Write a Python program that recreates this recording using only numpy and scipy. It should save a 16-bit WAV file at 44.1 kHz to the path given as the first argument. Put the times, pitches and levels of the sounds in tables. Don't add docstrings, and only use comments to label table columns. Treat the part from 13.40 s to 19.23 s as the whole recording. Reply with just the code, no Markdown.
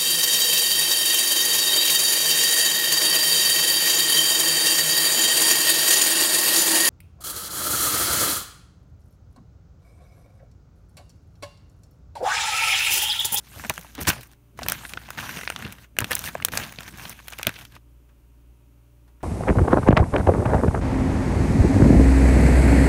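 import sys
import numpy as np
from scipy import signal
from scipy.fft import rfft, irfft
from scipy.io import wavfile
from scipy.ndimage import uniform_filter1d

SR = 44100
rng = np.random.default_rng(int(sys.argv[2]) if len(sys.argv) > 2 else 0)


def level_to_linear(level):
    exponent = np.asarray(level, float) / 20
    return 10 ** exponent


def to_wav(sig):
    pcm = np.clip(np.atleast_2d(sig), -1, 1) * 32767
    pcm = np.round(pcm).astype(np.int16)
    wavfile.write(sys.argv[1], SR, pcm.T)


N = 257103


def evened(x):
    return x / np.sqrt(np.mean(x ** 2) + 1e-20)


def add(mix, s, sound):
    part = mix[round(s * SR):][:len(sound)]
    part += sound[:len(part)]


def coloured(x, points):
    f, db = np.transpose(points)
    hz = np.fft.rfftfreq(len(x), 1 / SR)
    gain_db = np.interp(np.log(hz + 1), np.log(f + 1), db, -120, -120)
    return evened(irfft(rfft(x) * level_to_linear(gain_db), len(x)))


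def resonate(x, hz, width):
    r = np.exp(-np.pi * width / SR)
    return signal.lfilter([1, 0, -1], [1, -2 * r * np.cos(2 * np.pi * hz / SR), r * r], x)


def wander(per_s):
    t = np.arange(0, N / SR + .02, .01)
    slow = 0
    for f in np.geomspace(.08, 1, num=20):
        slow = slow + np.sin(2 * np.pi * (f * per_s * t + rng.random())) / np.sqrt(f)
    return np.interp(np.arange(N) / SR, t, evened(slow))


def room():
    # f/Hz, level/dB per Hz
    air = [(12, -37.5), (22, -17), (40, -1.5), (110, -15), (165, -14.5), (290, -12), (500, -25),
           (700, -26.5), (1350, -27), (1900, -35), (2500, -32), (3400, -36), (5000, -36), (12000, -35.5),
           (15700, -34.5), (15800, -65)]
    # multiple of the motor speed, level/dB rms
    hum_parts = [(1, -53.5), (2, -61.5), (5, -75), (6, -78.5), (7, -78.5), (10, -80), (16, -84)]
    # f/Hz, level/dB rms
    whine_parts = [(143, -71), (283, -74.5), (565.5, -82)]
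    # f/Hz, width/Hz, level/dB rms
    casing = (2600, 710, -93.5)
    motor_hz, air_db = 58.8, -62.5
    t = np.arange(N) / SR
    turns = np.cumsum(motor_hz * (1 + 0.00092 * wander(4.7))) / SR
    casing_hz, width, buzz_db = casing
    buzz_parts = [(k, buzz_db - 6.5 * ((k * motor_hz - casing_hz) / width) ** 2) for k in range(28, 60)]
    tones = np.zeros(N)
    for k, db in hum_parts + buzz_parts:
        tones += level_to_linear(db + 2 * wander(9)) * np.sin(2 * np.pi * (k * turns + rng.random()))
    for hz, db in whine_parts:
        tones += level_to_linear(db + 2 * wander(9)) * np.sin(2 * np.pi * (hz * t + rng.random()))
    return np.sqrt(2) * tones + level_to_linear(air_db) * coloured(rng.standard_normal(N), air)


def bumps():
    # centre t/s, peak level/dB, f/Hz, half length/ms
    pushes = [(0.177, -34.5, 86.05, 9.636), (0.257, -32.5, 218.8, 9.08), (0.313, -38, 149.9, 9.24),
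              (0.392, -36.5, 173.3, 9.57), (0.589, -25.5, 282.6, 6.97), (0.613, -29, 79.7, 14.67),
              (0.687, -17.5, 330, 5), (0.787, -35, 124.6, 16), (1.195, -43, 118, 7.3),
              (1.262, -29, 104, 8.23), (1.319, -41, 101.3, 11.3), (1.537, -37.5, 138.2, 7.214),
              (1.56, -47.5, 102, 22.07), (1.802, -38.5, 130.1, 8.37), (1.831, -52, 112.9, 19.13),
              (1.972, -30.5, 177.6, 5.926), (2.256, -30, 203.9, 7.76), (2.592, -37.5, 199.7, 18.16),
              (2.623, -21, 92.83, 7.725), (2.715, -27, 500, 7.55), (2.882, -46.5, 240.1, 8.92),
              (2.958, -32, 208.6, 5.817), (3.032, -38.5, 111.9, 10.62), (3.088, -34.5, 87, 9.99),
              (3.138, -25.5, 102.9, 6.256), (3.19, -42, 129, 7.17), (3.218, -27, 81.47, 7.69),
              (3.389, -31, 164.7, 5.038), (3.997, -31.5, 360.6, 4.156), (4.073, -21, 620, 4.5)]
    out = np.zeros(N)
    ms = np.arange(-2000, 2000) * 1000 / SR
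    for s, peak_db, hz, half_ms in pushes:
        chance = rng.standard_normal(len(ms))
        rough = evened(resonate(resonate(chance, 300, 600), 300, 600))
        push = np.sin(2 * np.pi * hz * ms / 1000 + 3 * chance[0]) + .45 * rough
        add(out, s + ms[0] / 1000, level_to_linear(peak_db - 4.0) * np.exp(-(ms / half_ms) ** 2) * push)
    return out


def hands():
    # take hold t/s, let go t/s
    grips = [
        (-0.1, 0.935),
        (1.18, 2.445),
        (2.588, 4.365),
    ]
    # strongest t/s, effort level/dB, rise/s per 20 dB,
    # fall/s per 20 dB, brightness/dB
    slides = [(0.19, -45, .21, .55, 2.5), (0.6, -50, .1, .1, -8), (0.7, -27, .012, .05, -3),
              (0.85, -59, .2, .08, 2), (1.25, -47, 0.3148, 0.988, -1.5), (1.5, -53, 0.2875, 0.1228, 8),
              (1.76, -49.5, 0.3989, 0.3225, -5), (1.99, -40.5, 0.4409, 0.0736, -2),
              (2.22, -44, 0.405, 0.32, -5), (2.7, -43, 0.0568, 0.0385, -8),
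              (2.868, -38.5, 0.3705, 0.1003, -.5), (2.98, -51, 0.9077, 0.87, -2.5),
              (3.168, -32, 0.0387, 0.1827, -2.5), (3.397, -44, 0.0089, 0.4627, -4),
              (3.662, -42, 0.1869, 0.09, -3), (3.85, -56, 1.0794, 1.0346, 1.5),
              (3.927, -46, .015, .03, -.6), (4.22, -48, .6, .07, -1), (4.36, -54.5, 0.09, 2.5629, -6),
              (2.44, -60, .1, .01, 0)]
    # t/s, effort level/dB, fall/s per 20 dB, brightness/dB
    jolts = [(0.299, -19, .015, -20), (0.72, -35, 0.1219, -2), (1.288, -32, 0.16, -5),
             (1.8, -35, 0.5, -2.5), (2.59, -32, 0.0176, -8.5), (2.709, -30, 0.0844, -3),
             (3.051, -42.5, 0.0447, 1.5), (3.121, -36.5, 0.1969, 0), (3.99, -43, 0.0951, -6),
             (4.071, -23, .028, -20)]
    # start t/s, end t/s, effort level/dB, brightness/dB
    rub_times = [(0.553, 0.582, -46, -20), (0.58, 0.605, -37, -16), (0.607, 0.635, -39, 8),
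                 (0.642, 0.667, -41, -5), (0.672, 0.692, -20, -1), (0.681, 0.692, -23, 7),
                 (0.696, 0.703, -22, 0), (0.915, 0.935, -58, 4), (1.775, 1.803, -33, -6),
                 (2.846, 2.892, -37, 1), (3.478, 3.492, -42, 0), (3.585, 3.732, -44, -2)]
    # t/s, level/dB, fade/s per 20 dB
    leans = [(0.2, -45.5, 0.0998), (0.62, -31, .04), (0.692, -19, .018), (1.23, -37, 0.0959),
             (1.56, -38.5, 0.04), (2.25, -34, .09), (2.625, -30, 0.065), (3.04, -42, 0.2596),
             (3.15, -36, 0.0823), (4.082, -28.5, .022), (4.36, -45, .025), (3.54, -40, .03)]
    touch_db_per_s, let_go_db_per_s, rub_edge_db_per_s = 1300.5, 600, 5000
    jolt_rise_s = 0.0045
    drag_base_db, drag_follows = -48, .8
    t = np.arange(0, N / SR + .01, .001)
    holds = [np.minimum(touch_db_per_s * (t - on), let_go_db_per_s * (off - t)) for on, off in grips]
    held_db = np.minimum(np.max(holds, axis=0), 0)

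    moves = slides + [(s, db, jolt_rise_s, fall, bright_db) for s, db, fall, bright_db in jolts]
    s, db, rise, fall, bright_db = np.transpose(moves)[:, :, None]
    power = level_to_linear(db - 20 * np.maximum((s - t) / rise, (t - s) / fall)) ** 2
    on, off, rub_db, rub_bright_db = np.transpose(rub_times)[:, :, None]
    rub_edge_db = np.minimum(rub_edge_db_per_s * np.minimum(t - on, off - t), 0)
    power = np.vstack([power, level_to_linear(rub_db + rub_edge_db) ** 2])
    bright_db = np.vstack([bright_db, rub_bright_db])
    film_db = 10 * np.log10(power.sum(axis=0) + 1e-14)
    fizz_db = 10 * np.log10((power * level_to_linear(bright_db) ** 2).sum(axis=0) + 1e-14)

    lean = sum(level_to_linear(db - 20 * abs(t - s) / fade) ** 2 for s, db, fade in leans)
    drag = level_to_linear(drag_base_db + drag_follows * (film_db + 45) + held_db) ** 2
    drag_db = 10 * np.log10(drag + lean + 1e-14)
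    return [np.interp(np.arange(N) / SR, t, db) for db in (film_db + held_db, fizz_db + held_db, drag_db)]


def slips(per_s, spread_db, dying_ms, steady):
    size = level_to_linear(spread_db * np.minimum(rng.exponential(1, N), 4.5)) * (rng.random(N) < per_s / SR)
    keep = np.exp(-1000 / (SR * dying_ms))
    return (signal.lfilter([1], [1, -keep], size) + steady) * rng.standard_normal(N)


def patchy(x, patch_db):
    z = signal.stft(x, nperseg=256, noverlap=192)[2]
    field = rng.standard_normal(z.shape[::-1]).T
    for _ in range(2):
        field = uniform_filter1d(field, size=6, axis=0)
        field = uniform_filter1d(field, size=20, axis=1)
    return evened(signal.istft(z * level_to_linear(patch_db * evened(field)), nperseg=256, noverlap=192)[1][:N])


def ticks(per_s):
    size = level_to_linear(2.6 * np.minimum(rng.exponential(1, N), 3.5)) * (rng.random(N) < per_s / SR)
    panels_hz = np.geomspace(700, 6000, num=8)
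    panel = rng.integers(len(panels_hz), size=N)
    out = np.zeros(N)
    for k, hz in enumerate(panels_hz):
        out += resonate(resonate(size * (panel == k), hz, hz), hz, hz) / hz ** 2
    return evened(out)


def rustle():
    # f/Hz, level/dB per Hz
    film_colour = [(150, -27), (320, -7.5), (950, 5.5), (1580, 4), (1900, 4.5), (2600, 5), (4850, -3.5),
                   (6000, -9.5), (8500, -41)]
    # f/Hz, level/dB per Hz
    fizz_colour = [(2500, -18.5), (4000, -5), (6000, -0.5), (12000, -3), (15600, -3.5), (15780, -40.5)]
    # f/Hz, level/dB per Hz
    drag_colour = [(35, -31), (80, 4.5), (230, -1.5), (400, -14), (750, -22.5)]
    # centre t/s, half length/s, f/Hz, level/dB
    glides = [
        (1.481, 0.05, 9824, -50),
        (1.924, 0.1099, 5846, -48.5),
        (2.107, .04, 8983, -54),
    ]
    t = np.arange(N) / SR
    film_db, fizz_db, drag_db = hands()
    grit = patchy(slips(1200, 3.7, 1.0, 1.0), 2)
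    creak = evened(resonate(grit, 1600, 200))
    film = level_to_linear(film_db - 2.6) * (coloured(grit, film_colour) + .25 * creak + 0.3 * ticks(260))
    fine_grit = patchy(slips(900, 2.8, .5, 1.2), 3.0)
    fizz = level_to_linear(fizz_db - 3.0) * coloured(0.4 * grit + fine_grit, fizz_colour)
    hiss = rng.standard_normal(N)
    sing = np.zeros(N)
    for at, half, hz, db in glides:
        tone = evened(resonate(resonate(hiss, hz, hz / 9), hz, hz / 9))
        sing += level_to_linear(db) * np.exp(-((t - at) / half) ** 4) * tone
    drag = level_to_linear(drag_db - 1.5) * coloured(hiss, drag_colour)
    return film + fizz + sing + drag


def snap(row, chance):
    # f/Hz, width/Hz, level/dB
    bag = [(675.1, 500, -8.5), (1590, 450, -4.5), (2500, 800, -4.5), (3900, 1600, -3)]
    s, ring_db, hz, crack_db, dying_ms = row
    kick, crack_ms, sharp = 1.4, .35, 2.1
    tail_db, tail_ms = -26, 12
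    ms = np.arange(chance.shape[1]) * 1000 / SR
    fall = np.exp(-ms / dying_ms) + level_to_linear(tail_db) * np.exp(-ms / tail_ms)
    kick_pulse = np.sign(chance[0, 0]) * np.exp(-((ms - .15) / 0.061) ** 2)
    shiver = chance[0] * fall + kick / dying_ms * kick_pulse
    ring = resonate(shiver, hz, hz / sharp)
    body = sum(level_to_linear(db) * evened(resonate(shiver, f, width)) for f, width, db in bag)
    low = ring / abs(ring).max() + body / abs(body).max()
    low = signal.sosfilt(signal.butter(3, min(1.4 * hz + 900, 9000), fs=SR, output="sos"), low)

    def treble(x, top_hz):
        return signal.sosfilt(signal.ellip(6, 1, 60, [5000, top_hz], "bandpass", fs=SR, output="sos"), x)

    edge = treble(chance[1] * np.exp(-ms / crack_ms), 16700 if crack_db > -22 else 15650)
    crack = edge + 0.45 * treble(chance[1] * fall, 15650)
    reach_hz = np.clip(17000 * level_to_linear(0.49 * (crack_db - ring_db)), 7000, 21000)
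    crack = signal.lfilter(*signal.butter(2, reach_hz, fs=SR), crack)
    return s, level_to_linear(ring_db) * low / abs(low).max() + level_to_linear(crack_db) * crack / abs(crack).max()


def lay_snaps(rows):
    out = np.zeros(N)
    for row in rows:
        add(out, *snap(row, rng.standard_normal((2, 3000))))
    return out


def small_snaps():
    # t/s, ring peak level/dB, ring f/Hz, crack peak
    # level/dB, dying time/ms
    small = [(0.261, -45, 3000, -34, 3), (0.267, -38, 3000, -31, 3), (0.3015, -17, 810, -45, 5),
             (0.3535, -40, 6500, -38, 3), (0.369, -34, 2500, -40, 2), (0.433, -45, 5000, -37, 2.5),
             (0.4464, -35, 830, -38, 4), (0.6521, -30, 3020, -42, 2), (0.7095, -21, 2500, -30, 2),
             (0.915, -55, 2000, -46, 2), (1.2125, -33, 2500, -46, 2), (1.3305, -26, 5500, -28, 2),
             (1.294, -25, 1500, -35, 2), (2.051, -31, 4800, -45, 2.5), (2.092, -27, 2300, -45, 1.5),
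             (2.202, -32, 3200, -50, 1), (2.277, -33, 3000, -42, 2), (2.7327, -16, 3500, -24, 1),
             (2.7465, -50, 5000, -30, 1), (2.8095, -50, 5000, -29, 1), (2.817, -50, 5000, -31, 1),
             (2.8225, -50, 5000, -27, 1), (3.918, -36, 3000, -50, 1.5), (3.923, -28, 5500, -36, 2.5),
             (3.983, -31, 5000, -36, 2), (4.156, -34, 3490, -52, 3), (4.16, -33, 2300, -50, 4),
             (4.21, -37, 2500, -48, 6), (1.435, -33, 900, -50, 3), (1.636, -38, 2000, -55, 1.5),
             (1.659, -38, 2400, -55, 2), (1.682, -36, 1500, -55, 3), (1.732, -38, 3000, -44, 2),
             (2.294, -36, 1600, -46, 5), (2.444, -42, 1600, -46, 5), (3.02, -34, 1200, -50, 2),
             (0.074, -44, 2000, -50, 5), (0.132, -44, 2500, -48, 5), (2.93, -45, 5500, -44, 1.5),
             (3.282, -50, 5000, -40, 1.5), (3.337, -36, 2000, -50, 4), (3.375, -40, 3000, -55, 1.5),
             (3.681, -50, 5000, -38, 1.5), (3.777, -55, 5000, -44, 1.5), (4.692, -62, 3300, -70, 12),
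             (5.68, -59, 4000, -66, 12), (5.815, -57, 2100, -66, 10)]
    return lay_snaps(small)


def snaps():
    # t/s, ring peak level/dB, ring f/Hz of the panel, crack peak level/dB
    first_turn = [(0.2381, -25, 750.4, -38.5), (0.297, -9.5, 3193, -3.5), (0.359, -30.5, 4460, -34),
                  (0.3785, -18, 1590, -24), (0.3935, -41, 2280, -28.5), (0.4119, -38, 3230, -30),
                  (0.5513, -32, 3820, -27), (0.8712, -57.5, 1030, -39)]
    second_turn = [(1.1754, -43.5, 1510, -42), (1.1902, -22.5, 930, -30), (1.197, -30, 1680, -44),
                   (1.2633, -19.5, 1210, -23.5), (1.285, -11, 2595, -5.5), (1.2985, -19, 3900, -11),
                   (1.3206, -14, 1658, -7.5), (1.4209, -35, 2430, -39.5), (1.4507, -23, 1624, -36.5),
                   (1.5355, -19, 2645, -23.5), (1.5726, -19.5, 1524, -51.5), (1.6167, -40, 1550, -45.5),
                   (1.688, -28, 1352, -37), (1.7042, -21, 1514, -21.5), (1.787, -16, 1590, -30),
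                   (2.0118, -23, 1790, -28), (2.0334, -24.5, 1519, -35), (2.0756, -13, 2450, -40.5),
                   (2.101, -11, 1590, -15), (2.1218, -28, 1510, -42), (2.1615, -14.5, 2971, -28),
                   (2.1896, -32, 1250, -32.5), (2.2653, -25, 1359, -36.5), (2.3841, -35.5, 1590, -46)]
    third_turn = [(2.5667, -28.5, 1550, -37), (2.5871, -4, 2900, -3), (2.6044, -17.5, 1590, -13.5),
                  (2.6135, -20.5, 1029, -26.5), (2.6203, -19, 1638, -45.5), (2.6438, -12.5, 2762, -18),
                  (2.717, -9, 1590, -9), (2.7229, -15.5, 2610, -20.5), (2.7302, -15.5, 4110, -17),
                  (2.7527, -23, 5975, -3.5), (2.7812, -35, 3285, -22), (2.9461, -39, 1060, -30),
                  (2.792, -23, 5990, -12), (2.84, -22, 3380, -20.5), (2.8553, -27.5, 2521, -23.5),
                  (2.8749, -19.5, 1590, -38.5), (2.9522, -15, 715.2, -30.5), (2.9796, -36.5, 1379, -42),
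                  (3.001, -24, 1408, -51.5), (3.0239, -18, 2160, -28), (3.0489, -4, 5620, -0.6),
                  (3.0847, -19.5, 1869, -19), (3.1364, -18, 1590, -23.5), (3.1531, -22, 971, -25),
                  (3.174, -7.5, 5695, -10), (3.3238, -32, 1609, -28), (3.3594, -35, 3703, -41),
                  (3.3863, -20.5, 2957, -37.5), (3.406, -27.5, 1553, -28.5)]
    smoothing = [(3.4313, -33, 5500, -34), (3.479, -30.5, 2324, -30.5), (3.6529, -24, 2563, -45.5),
                 (3.7907, -33.5, 1590, -51), (3.8735, -38, 2132, -34), (3.882, -26.5, 2550, -20.5),
                 (3.9026, -44.5, 3420, -30), (3.9335, -25.5, 2405, -31.5), (3.987, -22.5, 2409, -21.5),
                 (3.996, -20, 1040, -36), (4.0138, -27, 1150, -34), (4.0302, -13.5, 2568, -15),
                 (4.0495, -28, 2300, -38), (4.0693, -4.5, 2500, -3), (4.0924, -17, 1656, -22),
                 (4.14, -33.5, 3000, -37.5), (4.165, -32.5, 2604, -41), (3.8004, -36, 892, -50.5),
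                 (4.251, -30.5, 2890, -32.5), (4.3224, -41.5, 2687, -42.5), (4.364, -31.5, 1140, -42.5)]
    scrunches = [(0.1963, -28, 1264, -39), (0.248, -22, 1573, -34.5), (0.3384, -32, 5784, -32),
                 (0.612, -27, 1658, -23), (0.699, -19, 2887, -15), (0.8093, -36, 3528, -34.5),
                 (0.8315, -37, 2100, -32), (1.2194, -25, 729.8, -36), (1.2319, -18.5, 4694, -27),
                 (1.4935, -32, 2500, -28), (1.8916, -21.5, 1590, -29.5), (1.9703, -23, 2357, -35.5),
                 (1.99, -25, 1448, -32.5), (2.2235, -25, 1613, -31.5), (2.249, -24.5, 2600, -37.5),
                 (2.3233, -30, 2006, -27), (2.7092, -17, 1632, -16), (2.765, -21, 2196, -28.5),
                 (2.86, -24, 2453, -23), (2.8844, -28, 2051, -28.5), (3.1195, -28.5, 3940, -33.5),
                 (3.198, -22.5, 1530, -24.5), (3.2354, -21, 3218, -30), (3.5742, -48.5, 3810, -31.5),
                 (3.6219, -36, 1398, -36), (3.6945, -34.5, 1246, -24), (4.189, -30, 2240, -35),
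                 (4.352, -40, 3359, -41)]
    # t/s, ring peak level/dB, ring f/Hz, crack peak level/dB, dying time/ms
    settling = [
        (4.69, -58, 1100, -64, 17),
        (5.678, -54, 909.7, -58, 17),
        (5.805, -52, 1276, -60, 15.5),
    ]
    flip_ms, quicker_per_db, scrunch_ms = 2.1177, 0.2148, 5.0
    rows = []
    for s, ring_db, hz, crack_db in first_turn + second_turn + third_turn + smoothing:
        dying_ms = flip_ms * level_to_linear(-quicker_per_db * (max(ring_db, crack_db) + 20))
        rows.append((s, ring_db, hz, crack_db, dying_ms))
    rows += [(*row, scrunch_ms) for row in scrunches]
    return lay_snaps(rows + settling)


def scene():
    return (room() + bumps() + rustle() + small_snaps() + snaps())[None]


def band_limit(x):
    return signal.sosfilt(signal.butter(12, 16980, fs=SR, output="sos"), x)


def record(dry):
    # f/Hz, width/Hz, level/dB
    port_dips = [(4913.6, 940, -3), (7750, 880, -3), (10321, 350, -4.5)]
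    hz = np.fft.rfftfreq(N, 1 / SR)
    port_db = sum(db * np.exp(-((hz - f) / width) ** 2) for f, width, db in port_dips)
    top_cut = 1 / (1 + (hz / 16800) ** 120)
    heard = irfft(rfft(dry) * level_to_linear(port_db) * top_cut, N)
    return band_limit(np.clip(heard, -1, 1))


dry = scene()
out = record(dry)
to_wav(out)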